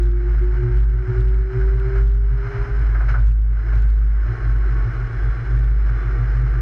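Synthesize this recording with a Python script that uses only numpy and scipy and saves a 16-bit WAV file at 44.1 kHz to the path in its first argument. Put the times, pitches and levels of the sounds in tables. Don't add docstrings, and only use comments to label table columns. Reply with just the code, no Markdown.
import sys
import numpy as np
from scipy import signal
from scipy.fft import rfft, irfft
from scipy.io import wavfile
from scipy.ndimage import uniform_filter1d

SR = 44100
rng = np.random.default_rng(int(sys.argv[2]) if len(sys.argv) > 2 else 0)


def generate_wav(sig):
    pcm = np.round(np.clip(np.atleast_2d(sig).T, -1, 1) * 32767).astype(np.int16)
    wavfile.write(sys.argv[1], SR, pcm)


N = 291501
T = np.arange(N) / SR
HZ = np.fft.rfftfreq(N, 1 / SR)


def gain_of(db):
    return 10 ** (np.asarray(db) / 20)


def unit_rms(x):
    return x / np.sqrt(np.mean(x ** 2) + 1e-20)


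def curves(rows):
    times, *columns = np.transpose(rows)
    return [np.interp(T, times, column) for column in columns]


def colour(points):
    hz, db = np.transpose(points)
    octaves_above = np.log2(np.maximum(HZ / hz[-1], 1))
    return np.interp(np.log(HZ + 1), np.log(hz), db) - 48 * octaves_above


def shaped(x, db, band_hz):
    spectrum = rfft(x) * gain_of(db)
    in_band = (HZ > band_hz[0]) * (HZ < band_hz[1])
    return irfft(spectrum, N) / irfft(spectrum * in_band, N).std()


def band_pass(x, low_hz, high_hz):
    detuning = (HZ ** 2 - low_hz * high_hz) / ((HZ + 1) * (high_hz - low_hz))
    return irfft(rfft(x) / np.sqrt(1 + detuning ** 4), N)


def noise():
    return rng.standard_normal(N)


def wander(rate_hz):
    return unit_rms(irfft(rfft(noise()) * np.exp(-(HZ / rate_hz) ** 2), N))


def tone(hz, flutter, flutter_hz):
    wobble = 1 + flutter * (wander(flutter_hz) + 1j * wander(flutter_hz))
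    phase = 2 * np.pi * np.cumsum(hz) / SR
    return unit_rms((wobble * np.exp(1j * phase)).real)


def hump(crest_s, rise_s, fall_s):
    position = (T - crest_s) / np.where(T < crest_s, rise_s, fall_s)
    return np.cos(np.pi / 2 * np.clip(position, -1, 1)) ** 2


# frequency in Hz, relative level in dB.
HISS_COLOUR = [(3000, -6), (6000, 0), (8000, 0), (10000, -4), (12000, -12), (14500, -23)]

def hiss(level_db=-78.5):
    return gain_of(level_db) * shaped(noise(), colour(HISS_COLOUR), band_hz=(7500, 13000))


# frequency in Hz, relative level in dB.
TICK_COLOUR = [(600, -5), (1500, 10), (2600, 11), (3500, 8), (4600, 5), (6000, 0), (8000, -4), (10000, -9),
               (12000, -13), (15000, -24)]
# start in seconds, relative level in dB.
SHARP_TICK_HITS = [(0.0316, -42), (0.4248, -48), (0.7724, -42), (1.216, -44.5), (1.7993, -39.5),
                   (2.013, -44), (2.7947, -44), (3.268, -46.5), (3.821, -42), (5.6431, -40)]

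def ticks(boom, clamp_db, faint_db=-82.5, wide_swing=0.18, jitter_s=0.00076, fade_s=0.0008):
    crests = np.flatnonzero(np.diff(np.sign(np.diff(boom))))
    size, lateness = np.clip(rng.standard_normal((len(crests), 2)).T, -1.5, 1.5)
    starts = np.clip(crests + (lateness * jitter_s * SR).astype(int), 0, N - 1)
    push_db = 6.5 * np.tanh(2 * clamp_db[crests])
    wide_only = np.tanh((abs(boom[crests]) / wide_swing) ** 5)
    faint_hits, sharp_hits = np.zeros((2, N))
    faint_hits[starts] = wide_only * gain_of(3 * size + push_db)
    sharp_s, sharp_db = np.transpose(SHARP_TICK_HITS)
    sharp_hits[(sharp_s * SR).astype(int)] = gain_of(sharp_db - 3)
    fade = np.exp(-T[:256] / fade_s)
    faint, sharp = (signal.oaconvolve(hits, fade)[:N] * noise() for hits in (faint_hits, sharp_hits))
    faint = gain_of(faint_db) * shaped(faint, colour(TICK_COLOUR), band_hz=(7500, 13000))
    return faint + irfft(rfft(sharp) * gain_of(colour(TICK_COLOUR)), N)


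def inverter(pitch_hz=4001):
    return tone(np.full(N, pitch_hz), flutter=0.4, flutter_hz=7.3)


# frequency in Hz, relative level in dB.
RUMBLE_COLOUR = [(12, 0), (30, 14), (60, 11.5), (80, 2), (100, 15), (150, 3.5), (200, -5), (300, -1.5),
                 (420, -2.5), (560, -22.5)]

def deck_rumble(shake, rest_db=-49.5, coupling_db=-45.5):
    level = gain_of(rest_db) + gain_of(coupling_db) * shake
    return level * shaped(noise(), colour(RUMBLE_COLOUR), band_hz=(170, 310))


# time in seconds, level in dB.
SQUEAL_LEVELS = [(0, -76), (4.8, -81.5), (5.2, -69.5), (5.5, -71.5), (5.7, -74.5), (5.98, -68), (6.15, -71),
                 (6.4, -81)]

def gear_squeal(base_hz):
    level_db, = curves(SQUEAL_LEVELS)
    return gain_of(level_db) * tone(15 * base_hz, flutter=0.33, flutter_hz=20)


# time in seconds, level in dB.
WHINE_LEVELS = [(0, -27), (0.27, -28), (0.37, -46), (0.43, -24), (0.53, -35), (0.62, -27), (0.78, -37),
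                (1.03, -37), (1.11, -32), (1.85, -29.5), (2.3, -37.5), (2.55, -35), (2.77, -41.5),
                (2.82, -50)]

def whine(base_hz):
    level_db, = curves(WHINE_LEVELS)
    pulling = np.clip((WHINE_LEVELS[-1][0] - T) / 0.02, 0, 1)
    return pulling * gain_of(level_db) * tone(2 * base_hz, flutter=0.2, flutter_hz=24)


# time in seconds, base pitch in Hz.
BASE_PITCH = [(0, 174.4), (1, 185.3), (2, 195.2), (2.7, 202.6), (4.5, 218.7), (5.5, 227.6), (6.61, 237.2)]
# time in seconds, share from 0 to 1.
FAST_SHARE = [(0, 0), (2.5, 0), (2.9, .5), (3.9, .6), (4.3, 1), (6.61, 1)]
# multiple of the base pitch, dB against the roar when slow, the same when fast.
DRIVE_TONES = [(2, -9.5, -10.5), (5, -15.5, -12), (6, -26, -17.5), (8, -28.5, -15)]
# frequency in Hz, relative level in dB.
GROWL_COLOUR = [(200, -31), (265, -9.5), (300, -2), (335, 8), (378, 10.5), (430, -8.5), (520, -22.5),
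                (620, -8.5), (720, -30)]

def drive(roar_db, inverter_db=-37.5, growl_db=-5):
    base_hz, = curves(BASE_PITCH)
    fast, = curves(FAST_SHARE)
    out = whine(base_hz)
    for multiple, slow_db, fast_db in DRIVE_TONES:
        level = gain_of(roar_db + slow_db + fast * (fast_db - slow_db))
        out += level * tone(multiple * base_hz, flutter=0.9, flutter_hz=14)
    out += gear_squeal(base_hz)
    out += gain_of(roar_db + inverter_db) * inverter()
    growl = shaped(noise(), colour(GROWL_COLOUR), band_hz=(260, 450))
    return out + fast * gain_of(roar_db + growl_db) * growl


# frequency in Hz, relative level in dB.
ROAR_COLOUR = [(250, -17.5), (450, -13), (700, -5), (1000, -10), (1280, -2.5), (1530, 0.5), (1850, -7.5),
               (2200, -8.5), (2620, -22.5), (2950, -21.5), (3500, -31.5), (4600, -34.5), (6500, -36.5),
               (7100, -48)]
# frequency in Hz, width in Hz, boost in dB.
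WHEEL_RINGS = [(1500, 260, 2), (2930, 250, 2), (4120, 330, 9), (5160, 340, 12), (5750, 200, 4),
               (6520, 220, 3)]

def wheel_spectrum():
    rings_db = sum(db / (1 + (2 * (HZ - hz) / width) ** 2) for hz, width, db in WHEEL_RINGS)
    return colour(ROAR_COLOUR) + rings_db


# time in seconds, level in dB.
ROAR_LEVELS = [(0, -40.5), (1, -42), (1.65, -40.5), (2, -37.5), (2.2, -40), (2.45, -36.5), (2.6, -38.5),
               (2.8, -41), (3.3, -41), (3.7, -40), (4.3, -40.5), (6.61, -40)]

def wheel_roar(roar_db, grain_db=1.08):
    level = gain_of(roar_db + grain_db * wander(60))
    return level * shaped(noise(), wheel_spectrum(), band_hz=(1100, 2400))


# start in seconds, level in dB, seconds to fade by 60 dB,
# brightness in dB per octave above the clank's pitch.
JOINT_BLOWS = [(2.945, -31, 0.23, -5.5), (3.005, -27.5, 0.19, -8), (3.083, -27, 0.3, 0.5),
               (3.139, -22, 0.19, -12)]

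def joint_clatter(clank_hz=1400, clank_db=3, attack_s=0.0025):
    octaves = np.log2((HZ + 1) / clank_hz)
    clank = wheel_spectrum() + clank_db * np.exp(-(octaves / 0.21) ** 2)
    out = np.zeros(N)
    for start, db, fade_s, bright_db in JOINT_BLOWS:
        age = np.maximum(T - start, 0)
        level = gain_of(db - 60 * age / fade_s) * (1 - np.exp(-age / attack_s))
        spectrum = clank + bright_db * np.maximum(octaves, 0)
        out += level * shaped(noise(), spectrum, band_hz=(1100, 2400))
    return out


# peak time in seconds, length in seconds,
# relative level in dB, pitch in Hz.
CAB_THROBS = [(0.08, 0.12, -18, 116.9), (0.67, 0.18, -17, 120.7), (1.1, 0.063, -17.5, 117.6),
              (1.205, 0.092, -18, 114.2), (1.566, 0.11, -19, 120.2), (1.768, 0.15, -18, 120),
              (1.879, 0.11, -19.0, 119), (2.08, 0.11, -19, 115.8), (2.24, 0.07, -19, 111.3),
              (2.34, 0.09, -17, 120.9), (2.468, 0.09, -18.5, 118.3), (2.57, 0.088, -21, 115),
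              (2.708, 0.1, -26.5, 115.2), (2.819, 0.07, -24.5, 114), (3.12, 0.048, -18, 113.9),
              (3.19, 0.09, -17.5, 112.9), (3.776, 0.049, -20, 113.3), (3.857, 0.059, -18.5, 118.5),
              (4.316, 0.12, -19.5, 113.6), (4.486, 0.15, -22, 114.4), (4.732, 0.051, -23, 118),
              (4.875, 0.13, -19, 113.5), (5.043, 0.31, -24, 116.1), (5.27, 0.14, -22.5, 116.6),
              (5.419, 0.1, -22, 121.7), (5.563, 0.3, -20.5, 122.4), (5.912, 0.049, -19.5, 117.9),
              (6.085, 0.05, -21.5, 116.7), (6.213, 0.14, -18, 115.4), (6.373, 0.09, -20, 122.5),
              (6.446, 0.14, -20, 122.3), (6.58, 0.14, -22, 123.2)]

def cab_throb(shake, rest_db=-32.5, coupling_db=-23.5, sway=0.017):
    hz = curves(CAB_THROBS)[-1] * (1 + sway * wander(10))
    humps = np.array([hump(crest, length / 2, length / 2) for crest, length, _, _ in CAB_THROBS])
    throb_level = gain_of(np.transpose(CAB_THROBS)[2] - 0.34) @ humps
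    gap_level = (gain_of(rest_db) + gain_of(coupling_db) * shake) * (1 - humps.max(0))
    throbs = throb_level * tone(hz, flutter=0.12, flutter_hz=18)
    drone = gap_level * tone(hz, flutter=1.5, flutter_hz=13)
    return band_pass(throbs + drone, low_hz=96, high_hz=142)


# peak time in seconds, rise in seconds, fall in seconds,
# level in dB, pitch in Hz.
BOOM_SWELLS = [(0.07, 0.15, 0.2, -6.2, 51.6), (0.43, 0.5, 0.36, -11.9, 51.3),
               (0.84, 0.18, 0.29, -7.2, 52.0), (1.36, 0.32, 0.19, -8.1, 51.9),
               (1.7, 0.19, 0.33, -10.1, 52.0), (2.11, 0.21, 0.44, -3.1, 50.8),
               (2.62, 0.06, 0.05, -17.4, 49.8), (2.84, 0.2, 0.27, -14.8, 51.7),
               (3.16, 0.32, 0.08, -13.2, 50.5), (3.3, 0.14, 0.43, -0.6, 51.7),
               (3.99, 0.42, 0.41, -4.9, 51.6), (4.55, 0.22, 0.21, -15.3, 50.8),
               (4.8, 0.26, 0.13, -16.5, 49.8), (5.04, 0.22, 0.08, -22.4, 47.3),
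               (5.27, 0.19, 0.17, -17.3, 50.4), (5.67, 0.27, 0.51, -10.0, 51.6),
               (6.14, 0.14, 0.31, -18.4, 49.8), (6.46, 0.28, 0.4, -15.5, 50.6)]

def shaking(rest_db=-39.5):
    swells = sum(gain_of(db) * hump(crest, rise, fall) for crest, rise, fall, db, _ in BOOM_SWELLS)
    return gain_of(rest_db) + swells


def body_boom(shake, sway=0.0015, tremble_db=-35):
    hz = curves(BOOM_SWELLS)[-1] * (1 + sway * wander(18))
    tremble = gain_of(tremble_db) * tone(hz, flutter=5.6, flutter_hz=25)
    return shake * tone(hz, flutter=0.0099, flutter_hz=4) + tremble


def scene():
    roar_db, = curves(ROAR_LEVELS)
    shake = shaking()
    car = body_boom(shake) + cab_throb(shake)
    wheels = wheel_roar(roar_db) + joint_clatter()
    return (car + wheels + deck_rumble(shake) + drive(roar_db) + hiss())[None]


def limiter(x, ceiling_db=-11, recovery_db_per_s=53.5, attack_s=0.018):
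    over_db = np.maximum(20 * np.log10(abs(x) + 1e-9) - ceiling_db, 0)
    recovery_db = recovery_db_per_s * T
    wanted_db = np.maximum.accumulate(over_db + recovery_db) - recovery_db
    smoothing = np.exp(-1 / (attack_s * SR))
    start_db = wanted_db[SR // 30]
    duck_db = start_db + signal.lfilter([1 - smoothing], [1, -smoothing], wanted_db - start_db)
    clamp_db = uniform_filter1d(wanted_db - duck_db, size=SR // 50)
    return x * gain_of(-duck_db), clamp_db


def record(dry, top_hz=15750):
    limited, clamp_db = limiter(dry[0])
    boom = band_pass(limited, low_hz=35, high_hz=75)
    low_pass = signal.firwin(511, top_hz, window=("kaiser", 9), fs=SR)
    return signal.oaconvolve(limited + ticks(boom, clamp_db), low_pass, "same")[None]


dry = scene()
out = record(dry)
generate_wav(out)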